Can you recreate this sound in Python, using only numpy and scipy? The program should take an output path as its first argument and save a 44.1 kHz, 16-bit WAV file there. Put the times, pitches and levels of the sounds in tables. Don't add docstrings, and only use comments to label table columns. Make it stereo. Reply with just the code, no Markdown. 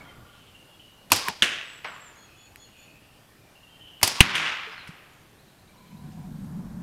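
import sys
import numpy as np
from scipy import signal
from scipy.io import wavfile
from scipy.ndimage import uniform_filter1d

SR = 44100
rng = np.random.default_rng(int(sys.argv[2]) if len(sys.argv) > 2 else 0)


def to_linear_factor(level_db):
    exponent = np.asarray(level_db, float) / 20
    return 10 ** exponent


def persist_wave(psi):
    counts = np.round(np.clip(psi, -1, 1) * 32767).astype(np.int16)
    wavfile.write(sys.argv[1], SR, np.atleast_2d(counts).T)


N = 300762

# f/Hz, t60/s
TRUNK_DECAY = [(150, 0.35), (500, 0.88), (1500, 0.97), (3000, 0.87), (6000, 0.64), (10000, 0.38),
               (15000, .3)]
# f/Hz, level/dB per Hz
BALL_CRACK = [(59, -46), (100, -18), (575, -28.5), (1150, -23.5), (1870, -2.5), (3040, -1.5), (5250, -17.5),
              (6620, -12.5), (8000, -18.5), (9470, -15), (15400, -41)]
# f/Hz, level/dB per Hz
RUBBER_SCATTER = [(35, -38), (60, 1.5), (225, 7.5), (431, -4.5), (845, 1), (1820, -4.5), (2570, -1),
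                  (4100, -2.5), (4930, 2.5), (6510, -6), (10600, -8), (14000, -21), (15400, -20)]
HITS_APART_DB = -18.5
NOTE_EDGE_S, NOTE_EDGE_DB = .02, -7
CARD_RISE_S = 0.00044


def evened(x):
    return x / np.sqrt(np.mean(x ** 2) + 1e-20)


def read(points, hz):
    f, value = np.transpose(points)
    return np.interp(np.log(hz + 1), np.log(f + 1), value)


def add(mix, s, sound):
    part = mix[:, round(s * SR):][:, :sound.shape[-1]]
    part += sound[..., :part.shape[1]]


def pan(db):
    return to_linear_factor(np.array([[db / 2], [-db / 2]]))


def flutter(size, grain_s):
    span = round(grain_s * SR)
    smooth = uniform_filter1d(rng.standard_normal(size), span)
    return evened(uniform_filter1d(smooth, span))


def resonate(x, hz, width):
    turn = np.exp(2j * np.pi * np.cumsum(hz * np.ones(len(x))) / SR)
    r = np.exp(-np.pi * width / SR)
    return 2 * (turn * signal.lfilter([1 - r], [1, -r], x / turn)).real


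def noise(count, size, colour, change_db=lambda hz, t: 0 * t, apart_db=0):
    # f/Hz, level/dB
    side_level = [(60, -53), (110, -50), (200, -31.5), (380, -25), (700, -24), (1290, -26), (2370, -30.5),
                  (4380, -17), (8080, -10), (14900, -15)]
    hz = np.fft.rfftfreq(size, 1 / SR)[:, None]
    t = np.arange(count * 4 // size + 5) * size / 4 / SR
    a, b, c, d = rng.standard_normal((len(t), len(hz), 4)).T
    mid = a + 1j * b
    side = (c + 1j * d) * to_linear_factor(read(side_level, hz) + apart_db)
    spectra = np.array([mid + side, mid - side]) * to_linear_factor(colour(hz))

    def to_sound(z):
        return signal.istft(z, nperseg=size, noverlap=size * 3 // 4)[1]

    plain = to_sound(spectra)
    changed = to_sound(spectra * to_linear_factor(change_db(hz, t)))
    return changed[:, :count] / np.sqrt(np.mean(plain ** 2))


def whistle(s, hz, db, blur_hz, fuzz):
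    t = np.arange(s[0], s[-1], 1 / SR)
    hz = np.interp(t, s, hz)
    band = rng.standard_normal(len(t))
    for _ in range(2):
        band = resonate(band, hz, blur_hz)
    sine = np.sin(2 * np.pi * np.cumsum(hz) / SR)
    tone = evened((1 - fuzz) * sine + fuzz * evened(band))
    return s[0], tone * to_linear_factor(np.interp(t, s, db)) * signal.windows.tukey(len(t), .1)


def scatter_db(hz, t, linger):
    deep_db, deep_linger = -15, 2.6
    t60 = linger * read(TRUNK_DECAY, hz)
    return 20 * np.log10(to_linear_factor(-60 * t / t60) + to_linear_factor(deep_db - 60 * t / (deep_linger * t60)))


def hit(mix, row, crack, hiss, rise, ring=(), pan_db=0):
    s, level_db, hiss_db, t60, tilt_db, linger = row
    near_db, near_t60 = 5.5, 0.099
    grain_db, grain_s = 1.8, .002

    def tilted(colour):
        return lambda hz: read(colour, hz) + tilt_db * np.log2(hz / 2500 + .01)

    t = np.arange(2 * SR) / SR
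    short = t[:4096]
    burst = noise(len(short), 256, tilted(crack), apart_db=HITS_APART_DB)
    for hz, db, ring_t60 in ring:
        ring_level = to_linear_factor(db + tilt_db * np.log2(hz / 2500) - 60 * short / ring_t60)
        burst = burst + ring_level * np.sin(2 * np.pi * hz * short)
    burst = burst * pan(pan_db) / np.sqrt(1 + len(ring))
    shape = (1 - np.exp(-(short / rise) ** 2)) * to_linear_factor(-60 * short / t60)
    add(mix, s, to_linear_factor(level_db) * burst * shape / shape.max() / 2)

    tail = noise(len(t), 256, tilted(hiss), lambda hz, t: scatter_db(hz, t, linger), HITS_APART_DB)
    onset = (1 - np.exp(-(t / 0.0029) ** 2)) * (1 + to_linear_factor(near_db - 60 * t / near_t60))
    add(mix, s, to_linear_factor(level_db + hiss_db + grain_db * flutter(len(t), grain_s)) * tail * onset)


def air():
    # f/Hz, level/dB per Hz
    air_colour = [(12, -42), (20, -16.5), (59, -6.5), (103, -6), (152, -2.5), (185, -9.5), (314, -10),
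                  (403, -13), (646, -13), (830, -14), (902, -16), (4050, -21.5), (6310, -24.5),
                  (13800, -26.5), (15400, -33.5)]
    # t/s, level/dB
    low_lift = [(0, 11.5), (.3, 4.5), (.7, 2.5), (1.5, 3.9), (2.5, 2), (5, 3.5), (5.7, 2.4), (6.82, -2.5)]
    # t/s, level/dB
    leaf_lift = [(0, 0.1), (5.7, -0.8), (6.0, 0.5), (6.82, 1.5)]

    def patches(hz, t):
        field = rng.standard_normal((len(t), len(hz))).T
        field = evened(uniform_filter1d(uniform_filter1d(field, 12, 0), 16, 1))
        low = np.interp(t, *np.transpose(low_lift)) * np.clip(1.2 - hz / 5000, 0, 1)
        treble = np.interp(t, *np.transpose(leaf_lift)) * np.clip(hz / 6000, 0, 1)
        return 1.2 * field + low + treble

    return to_linear_factor(-58) * noise(N, 1024, lambda hz: read(air_colour, hz), patches)


def wind():
    # t/s, level/dB
    gusts = [(5.6, -69), (5.684, -65.5), (6.088, -38.5), (6.136, -46), (6.2, -36.5), (6.268, -41.5),
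             (6.296, -38), (6.82, -36.5)]
    # f/Hz, level/dB per Hz
    rumble_colour = [(12, -53), (20, -12.5), (109, -9.5), (185, 0), (271, -16.5), (367, -26), (1010, -28.5),
                     (1230, -36), (1640, -31), (1920, -42.5), (2500, -48), (3250, -72.5), (5500, -120)]
    # f/Hz, width/Hz, level/dB
    hollow_rows = [(161.4, 45.4, 2), (203.8, 56, 0.5)]
    s, db = np.transpose(gusts)
    t = np.arange(s[0], s[-1], 1 / SR)
    rumble = noise(len(t), 2048, lambda f: read(rumble_colour, f))
    hollow = np.zeros(len(t))
    for hz, width, hollow_db in hollow_rows:
        ringing = resonate(resonate(rng.standard_normal(len(t)), hz, width), hz, width)
        hollow += to_linear_factor(hollow_db + 1.4 * flutter(len(t), 0.052)) * evened(ringing)
    return s[0], evened(to_linear_factor(-2) * rumble + evened(hollow)) * to_linear_factor(np.interp(t, s, db))


def note(s, length, from_hz, to_hz, db, blur_hz=108):
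    edge = min(NOTE_EDGE_S, length / 3)
    u = np.array([0, edge, length - edge, length])
    level = db + NOTE_EDGE_DB * np.array([1, 0, 0, 1])
    return whistle(s + u, from_hz + (to_hz - from_hz) * u / length, level, blur_hz, fuzz=1)


def smear(s, length, hz, db, blur_hz):
    s, band = note(s, length, hz, hz, db, blur_hz)
    return s, band * to_linear_factor(1.5 * flutter(len(band), .015))


def moans(mix):
    # t/s, length/s, f/Hz, level/dB, blur/Hz
    moan_rows = [(5.72, 0.566, 985, -62.5, 92), (5.95, 0.37, 740, -62, 59), (6.45, 0.57, 880, -60.5, 540),
                 (9.3, 0.53, 1447, -68, 310)]
    for row in moan_rows:
        add(mix, *smear(*row))


def rattle(count=9):
    # f/Hz, level/dB, t60/s
    trunk_notes = [(1410, 0, .06), (1165, -3, .075), (800, -10, .06), (1610, -9, .05)]
    note_lags = [.001, .015, .005, .002]
    first, gap, shrink = .002, .053, .965
    drum_db, fade_db = -45, -.4
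    t, out = np.arange(SR) / SR, np.zeros(SR)
    for (hz, db, t60), late in zip(trunk_notes, note_lags):
        for k in range(count):
            blow_s = first + late + gap * (1 - shrink ** k) / (1 - shrink)
            u = np.maximum(t - blow_s, 0)
            level = drum_db + db + fade_db * k + 1.5 * rng.standard_normal()
            swing = (1 - np.exp(-u / 0.0013)) * to_linear_factor(level - 60 * u / t60)
            out += swing * np.sin(2 * np.pi * (hz * rng.uniform(.99, 1.01) * t + rng.random()))
    return 0, out


def chip(s, length, hz, db):
    u = np.array([0, .015, .05, length])
    level = db + np.array([-20, 0, -15, -20])
    return whistle(s + u, hz * np.array([.95, 1, 1, 1]), level, 170, fuzz=1)


def slur(s, length, from_hz, to_hz, db):
    u = np.linspace(0, 1, num=20)
    hz = from_hz + (to_hz - from_hz) * u ** 2.5
    return whistle(s + u * length, hz, db - 8.5 * (1 - u), 200, fuzz=1)


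def held(s, length, hz, db):
    u = np.array([0, .25, .75, 1]) * length
    level = db + NOTE_EDGE_DB * np.array([1, 0, 0, 1])
    return whistle(s + u, hz * np.array([.96, 1, 1, .985]), level, 110, fuzz=.75)


def chirps(mix, count=8):
    first, apart, length = 5.383, .0972, .026
    low_hz, high_hz = 3700, 4300
    for k in range(count):
        db = -63.5 - .4 * k
        s = first + k * apart + length * np.array([0, .5, 1])
        sweep = [low_hz, (low_hz + high_hz) / 2, high_hz]
        add(mix, *whistle(s, sweep, db + np.array([-2.5, 0, -3]), 150, fuzz=.3))


def through_wood(dry):
    wood = noise(SR, 256, lambda hz: 0 * hz, lambda hz, t: -60 * t / (.7 * read(TRUNK_DECAY, hz)))
    wood = signal.sosfilt(signal.butter(1, [2500, 11000], "band", fs=SR, output="sos"), wood)
    echo = signal.fftconvolve(dry, wood / np.linalg.norm(wood[0]), axes=1)[:, :N]
    return to_linear_factor(-1.5) * dry + to_linear_factor(-7) * echo


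def birds():
    # t/s, length/s, f/Hz, level/dB
    chip_rows = [(.535, 0.31, 2850, -44.5), (.783, 0.29, 2902, -43), (3.542, 0.58, 2818, -47.5),
                 (3.621, .17, 2784, -52), (3.795, .1, 3003, -47.5)]
    # t/s, length/s, from f/Hz, to f/Hz, level/dB
    note_rows = [(0, 0.023, 2240, 2200, -48.5), (0.075, 0.042, 2060, 2010, -54.5),
                 (0.038, 0.077, 3270, 3090, -59), (.68, 0.098, 3260, 3300, -68),
                 (3.676, 0.2, 3160, 3100, -62.5), (4.68, .07, 5000, 5100, -62),
                 (4.77, 0.079, 4400, 3500, -55), (5.08, 0.064, 7020, 7050, -74)]
    # t/s, length/s, from f/Hz, to f/Hz, level/dB
    slur_rows = [(1.635, 0.15, 7900, 7630, -56.5), (1.85, 0.11, 7880, 7130, -56.5),
                 (1.997, 0.096, 7640, 6900, -51.5)]
    # t/s, length/s, f/Hz, level/dB
    held_rows = [(2.145, 0.12, 6710, -58.5), (2.356, .12, 6860, -58.5), (2.566, 0.104, 6790, -57),
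                 (2.761, 0.11, 6910, -60)]
    # share of its pitch [ratio], lag/s
    partials = [(1, 0), (.5, 0), (.638, .02)]
    partial_levels = [-2, -6.5, -6.5]
    # t/s, length/s, f/Hz, level/dB, blur/Hz
    warble_rows = [(.25, .29, 2930, -59.5, 620), (2.24, .3, 2590, -62.5, 200),
                   (2.292, 0.15, 2960, -65.5, 150), (2.63, 0.26, 2870, -61, 250),
                   (2.73, .27, 2560, -58, 252), (3, .2, 2750, -63, 500), (3.36, .16, 2400, -67, 150),
                   (2.9, .5, 1800, -74, 150), (3.64, .36, 1880, -71.5, 200), (3.81, .21, 2955, -51.5, 300),
                   (5.682, 0.26, 2340, -69, 200)]
    dry = np.zeros((1, N))
    add(dry, *rattle())
    for call, rows in [(chip, chip_rows), (note, note_rows), (slur, slur_rows), (smear, warble_rows)]:
        for row in rows:
            add(dry, *call(*row))
    for s, length, hz, db in held_rows:
        for (share, late), partial_db in zip(partials, partial_levels):
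            add(dry, *held(s + late, length, hz * share, db + partial_db))
    chirps(dry)
    return through_wood(dry)


def ticks(mix):
    # t/s, level/dB, hiss against crack/dB, t60/s, treble tilt/dB per octave, linger [factor]
    tick_rows = [(1.102, -32, -11, 0.0073, -0.5, 0.23), (1.2838, -7, -30.5, 0.0094, -1.4, 0.21),
                 (2.5586, -31, -36, .008, 1, .3), (4.014, -25.5, -18.5, .01, -2.5, .3),
                 (4.873, -47.5, -9.5, 0.006, 4.5, .3), (6.117, -52.5, -15, .01, -1, 0.56)]
    # f/Hz, level/dB per Hz
    twig_crack = [(120, -44), (200, -12.5), (713, -11), (1900, 1), (5070, -13), (6660, -15), (13300, -8),
                  (15400, -20)]
    for row in tick_rows:
        hit(mix, row, twig_crack, RUBBER_SCATTER, .0003)


def pushes(mix):
    # t/s, level/dB, f/Hz, t60/s, left against right/dB
    push_rows = [(1.119, -25.5, 101, 0.12, 0), (1.282, -44, 286, 0.034, -1), (1.423, -23.5, 209, 0.041, 0),
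                 (4.032, -22.5, 93, 0.085, 0), (4.2066, 12, 81, 0.027, .4), (4.352, -28, 152, 0.09, 2),
                 (4.672, -40.5, 445, 0.14, 1), (4.891, -31, 169, 0.058, 0)]
    t = np.arange(SR // 2) / SR
    for s, db, hz, t60, pan_db in push_rows:
        decay = to_linear_factor(db - 60 * t / t60) * (1 - np.exp(-t / 0.00033))
        add(mix, s, -np.sin(2 * np.pi * hz * t) * decay * pan(pan_db))


def cord(count=6):
    s, length, taut = 4.225, .24, .33
    slack_hz, taut_hz = 155, 200
    u = np.linspace(0, 1, num=30)
    hz = slack_hz + (taut_hz - slack_hz) * np.exp(-((u - taut) / .25) ** 2)
    hum = 0
    for k in range(count):
        level = -29.5 - 20 * u - 3 * k
        hum = hum + whistle(s + u * length, hz * (k + 1), level, 20, fuzz=.1)[1]
    return s, hum * pan(6)


def log_knocks(mix):
    # t/s, level/dB, hiss against crack/dB, t60/s, treble tilt/dB per octave, linger [factor]
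    log_rows = [(1.845, -24, -16.5, 0.0081, .1, 0.97)]
    # f/Hz, level/dB per Hz
    log_scatter = [(120, -61), (200, -31), (266, -13), (473, -10), (1190, 1), (2730, -5), (6040, -25),
                   (7670, -43), (9000, -41), (11700, -71), (19800, -120)]
    # f/Hz, level/dB, t60/s
    log_modes = [(1090, 2.3, .03), (1900, 5.2, 0.023), (2850, 1.8, 0.03)]
    for row in log_rows:
        hit(mix, row, BALL_CRACK, log_scatter, CARD_RISE_S, log_modes)


def tree_knocks(mix):
    # t/s, level/dB, hiss against crack/dB, t60/s, treble tilt/dB per octave, linger [factor]
    tree_rows = [(1.4218, -2.5, -22, 0.0059, 0.174, 0.72), (4.3518, -4, -19, 0.0072, 0.09, 0.7)]
    # f/Hz, level/dB per Hz
    tree_scatter = [(100, -15.5), (240, -8), (500, -11.5), (900, -15.5), (1350, -5.5), (1700, -2.5),
                    (2300, -3.5), (2800, 1.5), (3600, -5), (4200, -13.5), (6500, -15), (10300, -21),
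                    (14400, -33), (15400, -74)]
    # f/Hz, level/dB, t60/s
    tree_modes = [(2400, -38, 0.044), (2750, 9, 0.021), (3280, 12.5, 0.022)]
    for row in tree_rows:
        hit(mix, row, BALL_CRACK, tree_scatter, .0018, tree_modes)


def flights(mix):
    flight_rows = [(1.17, 1.29, 1.325, -30, -37.5), (4.1, 4.2, 4.205, -36.5, -38.5)]
    # f/Hz, level/dB per Hz
    rush_colour = [(180, -43.5), (300, -14), (577, -10.5), (658, -15), (1060, -0.5), (1670, -4),
                   (4470, -3.5), (5260, -10), (15000, -26.5)]
    ball_m_per_s, miss_m, shed_hz = 46, .75, 945
    for first, nearest, last, whistle_db, rush_db in flight_rows:
        t = np.arange(first, last, 1 / SR)
        along = ball_m_per_s * (t - nearest)
        away = np.hypot(along, miss_m)
        hz = shed_hz / (1 + ball_m_per_s * along / away / 343)
        decades = np.log10(away / miss_m)
        leaving_db = -600 * np.maximum(t - nearest, 0)
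        tone_level = whistle_db - 32 * decades + .4 * leaving_db
        add(mix, *whistle(t, hz, tone_level, 200, fuzz=1))
        rush = noise(len(t), 256, lambda f: read(rush_colour, f), apart_db=HITS_APART_DB)
        rush_level = rush_db - 11 * decades + leaving_db
        add(mix, first, rush * to_linear_factor(rush_level) * signal.windows.tukey(len(t), .05))


def card_hits(mix):
    # t/s, level/dB, hiss against crack/dB, t60/s, treble tilt/dB per octave, linger [factor]
    card_rows = [(4.2052, 18.1, -25.5, 0.057, 0.1, 0.65)]
    # f/Hz, level/dB per Hz
    card_scatter = [(59, -82.5), (100, -55), (146, -6), (188, 9.5), (269, -31), (385, -19), (528, -18.5),
                    (994, -3), (2560, 0), (8340, -21.5), (11700, -21.5), (15400, -43.5)]
    # f/Hz, level/dB, t60/s
    card_modes = [(2320, 2, 0.0043), (2740, 11, 0.01), (3320, 3.3, 0.0073)]
    for row in card_rows:
        hit(mix, row, BALL_CRACK, card_scatter, CARD_RISE_S, card_modes, pan_db=-2)


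def snaps(mix):
    # t/s, level/dB, hiss against crack/dB, t60/s, treble tilt/dB per octave, linger [factor]
    snap_rows = [(1.1178, 3.5, -28, .011, 0.73, 0.57), (1.159, -16, -20.5, 0.012, 2.5, 0.9),
                 (4.029, 1, -26.5, 0.022, 1.5, 0.8), (4.0755, -8, -29.5, 0.014, 1, 0.38)]
    # f/Hz, level/dB per Hz
    rubber_crack = [(35, -43.5), (60, 0), (375, -5), (788, 5.5), (1440, -8), (2290, 5), (4000, -3),
                    (5050, 1.5), (7310, -3.5), (13400, -5), (15400, -20)]
    # f/Hz, level/dB, t60/s
    rubber_modes = [(915, -3.5, .03)]
    for row in snap_rows:
        hit(mix, row, rubber_crack, RUBBER_SCATTER, .002, rubber_modes)


def shots():
    mix = np.zeros((2, N))
    for source in (ticks, log_knocks, tree_knocks, flights, card_hits, snaps):
        source(mix)
    mix = signal.sosfilt(signal.butter(3, 70, "high", fs=SR, output="sos"), mix)
    add(mix, *cord())
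    pushes(mix)
    return mix


def scene():
    mix = air() + birds() + shots()
    moans(mix)
    add(mix, *wind())
    return mix


def roll_off(x):
    return signal.sosfilt(signal.butter(12, 15520, fs=SR, output="sos"), x)


def record(dry):
    power_db = 10 * np.log10(signal.lfilter([.01], [1, -.99], (dry ** 2).mean(0)) + 1e-12)
    climb = np.arange(N) * 60. / SR
    held_db = np.maximum.accumulate(power_db + climb) - climb
    over_db = np.maximum(held_db + 7, 0)
    lag = np.exp(-1 / (0.007 * SR))
    ducked = dry / to_linear_factor(1.4 * signal.lfilter([1 - lag], [1, -lag], over_db))
    return roll_off(np.clip(ducked, -1, 1))


dry = scene()
out = record(dry)
persist_wave(out)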